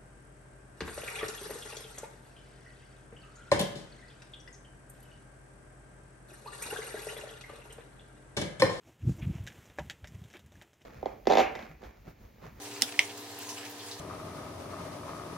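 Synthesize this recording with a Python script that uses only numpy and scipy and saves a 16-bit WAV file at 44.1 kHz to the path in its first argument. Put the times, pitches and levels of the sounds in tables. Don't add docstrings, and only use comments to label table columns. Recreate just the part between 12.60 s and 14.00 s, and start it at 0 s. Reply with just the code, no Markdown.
import sys
import numpy as np
from scipy import signal
from scipy.fft import rfft, irfft, next_fast_len
from scipy.io import wavfile
from scipy.ndimage import uniform_filter1d, map_coordinates

SR = 44100
rng = np.random.default_rng(int(sys.argv[2]) if len(sys.argv) > 2 else 0)


def generate_wav(sig):
    pcm = np.round(np.clip(np.atleast_2d(sig).T, -1, 1) * 32767).astype(np.int16)
    wavfile.write(sys.argv[1], SR, pcm)


N = 61739


# pitch_hz, level_db, t60_s, left_minus_right_db
CLICK_MODES = [(1995, -23.5, 0.016, 1), (2900, -20.5, 0.011, -4), (3450, -33, 0.0123, 0),
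               (3820, -19.8, 0.0086, -9), (4600, -6, 0.0023, -7.5), (5300, -10.5, 0.011, -8.5),
               (6200, -10, 0.0029, 1), (7420, -15, 0.0073, -6), (8100, -24.5, 0.0114, -3),
               (8850, -21, 0.014, -8), (9540, -26, 0.0103, 9), (10830, -28, 0.012, -16),
               (11300, -31, 0.01, -16), (13140, -25, 0.0108, 8), (15290, -27, 0.0104, -9)]
# pitch_hz, level_db, t60_s, left_minus_right_db
THUD_MODES = [(205, -41.5, 0.058, 0), (261, -35.5, 0.11, 0), (501, -40.5, 0.065, 0), (1390, -44, 0.034, 0)]
# frequency_hz, relative_db
CLICK_REVERB_SPECTRUM = [(200, -15), (500, -16), (800, -7.5), (1100, -22), (1400, -8.5), (2100, -16),
                         (2700, -10), (3500, 5), (4200, -10), (5400, 0.5), (6500, -9.5), (8700, -10),
                         (11000, -13.5), (16000, -20)]
def tip_click(start_s=0.22073, click_db=0.5, bench_lag_s=0.0033):
    click = ring(start_s, CLICK_MODES)
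    click = filtered(click, lambda f: low_cut(f, 710, q=1.0) / (1 + (f / 18000) ** 4))
    thud = filtered(ring(start_s + bench_lag_s, THUD_MODES), lambda f: low_cut(f, 80))
    reverb = reverberation(start_s, CLICK_REVERB_SPECTRUM,
                           bench_db=-22, room_db=-31, delay_s=0.0026, low_hz=244)
    return amp(click_db) * with_echoes(click) + thud + reverb


# pitch_hz, relative_db, t60_s, left_minus_right_db
PLATE_MODES = [(2114, 2.0, 0.0082, -1), (2700, -13.5, 0.01, -5), (3070, -22.5, 0.033, -6),
               (4090, -18, 0.014, -2), (5200, -15, 0.0098, -6), (5700, -17.5, 0.011, -11),
               (7320, -22.5, 0.017, 0), (8750, -21.5, 0.009, -12.5), (10540, -23.6, 0.0045, 13),
               (11370, -38.0, 0.0156, 11), (13500, -39, 0.0157, -2)]
# start_s, relative_db
BOARD_IMPACTS = [(0.3896, -30), (0.3921, 0), (0.4111, -24.5)]
# frequency_hz, relative_db
BOARD_REVERB_SPECTRUM = [(300, -25), (800, -7.5), (1500, -18.5), (1850, -7), (2180, 2.5), (2600, -7),
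                         (3050, -2), (3800, -9), (4700, -14), (5800, -7.5), (7300, -34), (8700, -17),
                         (10000, -31), (16000, -27)]
def board_tap():
    tap = sum(amp(db) * ring(start_s, PLATE_MODES, polarity=1) for start_s, db in BOARD_IMPACTS)
    tap = filtered(tap, lambda f: low_cut(f, 2600, q=1.0) * low_cut(f, 2060, q=1.41)
                   * low_cut(f, 2210, q=1.4))
    landing_s = max(BOARD_IMPACTS, key=lambda impact: impact[1])[0]
    snap = amp(-29.5) * contact_crack(landing_s, decay_s=0.00075, low_hz=6000, high_hz=7000)
    reverb = reverberation(landing_s, BOARD_REVERB_SPECTRUM,
                           bench_db=-26, room_db=-29, delay_s=0.00208, low_hz=503)
    return with_echoes(amp(-5.5) * tap + snap) + reverb


CONTACT_RISE_S = 0.00008
def ring(start_s, modes, polarity=-1):
    t = since(start_s)
    attack = 1 - np.exp(-t / CONTACT_RISE_S)
    return attack * sum(polarity ** k * panned(db, pan_db) * decay(t, t60_s) * np.sin(2 * np.pi * hz * t)
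                        for k, (hz, db, t60_s, pan_db) in enumerate(modes))


def contact_crack(start_s, decay_s, low_hz, high_hz, pan_db=-13):
    t = since(start_s)
    noise = filtered(rng.standard_normal(N), lambda f: low_cut(f, low_hz) / (1 + 1j * f / high_hz))
    return panned(0, pan_db) * unit(noise) * (t > 0) * np.exp(-t / decay_s)


# start_s, level_db, pitch_hz, length_s, resonance_q
BURSTS = [(0.051, -50.5, 3000, 0.03, 1.1), (0.117, -41, 2770, 0.0022, 1.8),
          (0.2115, -36, 5500, 0.0037, 0.68), (0.322, -37.5, 3020, 0.0035, 0.81),
          (0.341, -43.5, 2090, 0.011, 4.3), (0.493, -46, 2800, 0.027, 1.1),
          (0.574, -45.5, 5970, 0.012, 0.7), (0.787, -40.5, 12000, 0.0049, 2.7),
          (0.8, -49, 2900, 0.018, 2.8), (0.825, -51.5, 1590, 0.014, 5.5), (.86, -50, 974, .06, 8.8),
          (0.89, -41, 5800, 0.032, 1.5), (0.981, -49, 3500, 0.013, 0.36), (1.028, -44, 1730, 0.012, 4),
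          (1.049, -47.5, 2570, 0.019, 0.45), (1.095, -50.5, 14000, .025, 1.6),
          (1.191, -48.5, 3480, 0.046, 1.9), (1.312, -40.5, 4460, 0.008, 1.8),
          (1.318, -44.5, 4400, 0.034, 1.6)]
def faint_bursts(rise_s=0.00053, tail_db=-15, tail_s=0.038):
    out = np.zeros((2, N))
    for start_s, db, hz, length_s, q in BURSTS:
        t = since(start_s)
        attack = 1 - np.exp(-t / rise_s)
        burst = np.exp(-(t / length_s) ** 2)
        tail = amp(tail_db) * np.exp(-t / tail_s)
        out += amp(db) * resonant_noise(hz, q) * attack * (burst + tail)
    return out


# time_s, level_db
BRAID_LEVEL = [(0, -61.5), (.06, -52.5), (.14, -48.5), (.19, -52), (.3, -53), (.55, -59), (.62, -56),
               (.77, -58), (.82, -53.5), (.9, -53.5), (.97, -50.5), (1.06, -50), (1.11, -58.5), (1.22, -58),
               (1.3, -54), (1.4, -84)]
# frequency_hz, relative_db
BRAID_SPECTRUM = [(700, -31), (1300, -4.5), (1800, -4.5), (2700, 2), (3600, -7.5), (5000, -5.5),
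                  (9000, -25)]
def braid_rub(grain_db=2.5, flutter_db=3.0):
    grains = patchy_noise(depth_db=2.0) * amp(grain_db * wobble(400))
    level_db = contour(BRAID_LEVEL) + flutter_db * wobble(69.88)
    return amp(level_db) * stereo(grains, BRAID_SPECTRUM, correlation=[(1500, 0.52), (6000, 0.4)])


# time_s, level_db
FLUX_LEVEL = [(0, -58), (.03, -45), (.1, -53), (.16, -50), (.2, -51.5), (.28, -48.5), (.34, -52.5),
              (.45, -44.5), (.55, -59), (.59, -48), (.67, -55), (.72, -48), (.76, -54.5), (.83, -44.5),
              (.882, -47.5), (.9, -43), (.935, -48.5), (.98, -47.5), (1.025, -59), (1.06, -51), (1.17, -61),
              (1.22, -54), (1.245, -49.5), (1.27, -48), (1.325, -48), (1.365, -65.5), (1.39, -47.5)]
# frequency_hz, relative_db
FLUX_SPECTRUM = [(500, -24), (1500, -16), (2800, -7), (4200, -4), (5800, 1), (8500, -2), (11000, -7),
                 (16000, -12)]
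def flux_sizzle(grain_db=2, flutter_db=1):
    grains = patchy_noise(depth_db=4.0) * amp(grain_db * wobble(900))
    level_db = contour(FLUX_LEVEL) + flutter_db * wobble(50.64)
    return amp(level_db) * stereo(grains, FLUX_SPECTRUM, correlation=[(3000, 0.8), (10000, 0.18)])


# delay_s, gain_db, left_minus_right_db
REFLECTORS = [(.0052, -22, 7), (.0089, -22, -6)]
def with_echoes(direct, dull_hz=9000):
    def response(f):
        paths = sum(panned(db, pan_db) * np.exp(-2j * np.pi * f * delay_s)
                    for delay_s, db, pan_db in REFLECTORS)
        return paths / (1 + 1j * f / dull_hz)
    return direct + filtered(direct, response)


# frequency_hz, t60_s
BENCH_DECAY = [(200, 0.11), (2000, 0.073), (14000, 0.069)]
# frequency_hz, t60_s
ROOM_DECAY = [(200, 0.35), (2000, 0.23), (5000, 0.16), (14000, 0.25)]
# frequency_hz, correlation
REVERB_CORRELATION = [(300, 1), (2000, 0.47), (5000, 0), (14000, 0)]
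def reverberation(start_s, spectrum, bench_db, room_db, delay_s, low_hz):
    out = np.zeros((2, N))
    for db, t60_curve in (bench_db, BENCH_DECAY), (room_db, ROOM_DECAY):
        noise = stereo(rng.standard_normal((2, N)), spectrum, REVERB_CORRELATION)
        hz, frame_s, bands = signal.stft(noise, SR, nperseg=128)
        fade = decay(np.maximum(frame_s - start_s, 0), along(t60_curve, hz)[:, None])
        out += amp(db) * signal.istft(bands * fade, SR, nperseg=128)[1][:, :N]
    onset = 1 - np.exp(-since(start_s + delay_s) / CONTACT_RISE_S)
    return filtered(out * onset, lambda f: low_cut(f, low_hz))


# pitch_hz, rms_level_db, wander_db
HUM_TONES = [(100.8, -63.5, 1), (116.2, -62.5, 0.6), (292.7, -53.5, 1), (406.6, -59, 2.5), (471.4, -58, 2),
             (692, -63, 2.5), (778, -65.5, 2.5), (926, -65.5, 3), (1015, -65, 3), (1248, -68.5, 2.5)]
def fan_hum(drift_hz_per_db=1.205):
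    hum = np.zeros(N)
    for hz, db, wander_db in HUM_TONES:
        peak = np.sqrt(2) * amp(db + wander_db * wobble(7.92))
        pitch_hz = hz + drift_hz_per_db * wander_db * wobble(11.98)
        hum += peak * np.sin(2 * np.pi * np.cumsum(pitch_hz) / SR)
    return hum


# frequency_hz, relative_db
AIR_SPECTRUM = [(20, -29), (78, -26), (102, -9), (135, -18), (175, -22), (215, -12), (260, -7),
                (320, -13.5), (385, -5), (450, -8), (540, -12), (760, -8), (1000, -10.5), (1400, -16.5),
                (1750, -11), (2300, -18), (4000, -13.5), (8000, -20.5), (14700, -26), (16000, -27.5)]
# frequency_hz, correlation
AIR_CORRELATION = [(30, 0.63), (100, 0.81), (400, 0.89), (1000, 0.87), (2500, 0.13), (6000, 0.12),
                   (14000, 0.13)]
def air_and_hiss(level_db=-47):
    return amp(level_db) * stereo(rng.standard_normal((2, N)), AIR_SPECTRUM, AIR_CORRELATION)


def amp(db):
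    return 10 ** (np.asarray(db) / 20)


def panned(db, pan_db):
    return amp([[db + pan_db / 2], [db - pan_db / 2]])


def unit(x):
    return x / np.sqrt(np.mean(x ** 2) + 1e-20)


def since(start_s):
    return np.maximum(np.arange(N) / SR - start_s, 0)


def decay(t, t60_s):
    return np.exp(-np.log(1000) * t / t60_s)


def contour(points):
    return np.interp(np.arange(N) / SR, *np.transpose(points))


def along(points, hz):
    knots_hz, values = np.transpose(points)
    return np.interp(np.log(hz + 1), np.log(knots_hz + 1), values)


def wobble(rate_hz):
    knots = rng.standard_normal(int(N * rate_hz / SR) + 4)
    return map_coordinates(knots, [np.arange(N) * rate_hz / SR])


def filtered(x, response):
    size = next_fast_len(N + SR // 2)
    return irfft(rfft(x, size) * response(np.fft.rfftfreq(size, 1 / SR)), size)[..., :N]


def low_cut(f, hz, q=0.72):
    return -f * f / (hz * hz - f * f + 1j * f * hz / q)


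def stereo(pair, spectrum, correlation):
    def response(hz):
        angle = np.arccos(np.clip(along(correlation, hz), -1, 1)) / 2
        return amp(along(spectrum, hz)) * [np.cos(angle), np.sin(angle)]
    mid, side = filtered(pair, response)
    return unit(np.array([mid + side, mid - side]))


def resonant_noise(hz, q):
    noise = stereo(rng.standard_normal((2, N)), [(1000, 0)], correlation=[(2000, 1.0), (6000, 0.23)])
    return unit(filtered(noise, lambda f: (1j * f * hz / q / (hz * hz - f * f + 1j * f * hz / q)) ** 2))


def patchy_noise(depth_db):
    bands = signal.stft(rng.standard_normal((2, N)), nperseg=512)[2]
    patches = uniform_filter1d(rng.standard_normal(bands.shape[1:]), size=10, axis=0)
    patches = uniform_filter1d(patches, size=7, axis=1)
    return signal.istft(bands * amp(depth_db * unit(patches)), nperseg=512)[1][:, :N]


def scene(left_lag_s=0.000045):
    rest = board_tap() + faint_bursts() + braid_rub() + flux_sizzle() + fan_hum() + air_and_hiss()
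    rest = filtered(rest, lambda f: np.exp(1j * np.pi * f * left_lag_s * np.array([[-1], [1]])))
    return tip_click() + rest


def record(dry, low_hz=72, top_hz=15950):
    return filtered(dry, lambda hz: (hz < top_hz) / np.sqrt(1 + (low_hz / (hz + 1)) ** 6))


dry = scene()
out = record(dry)
generate_wav(out)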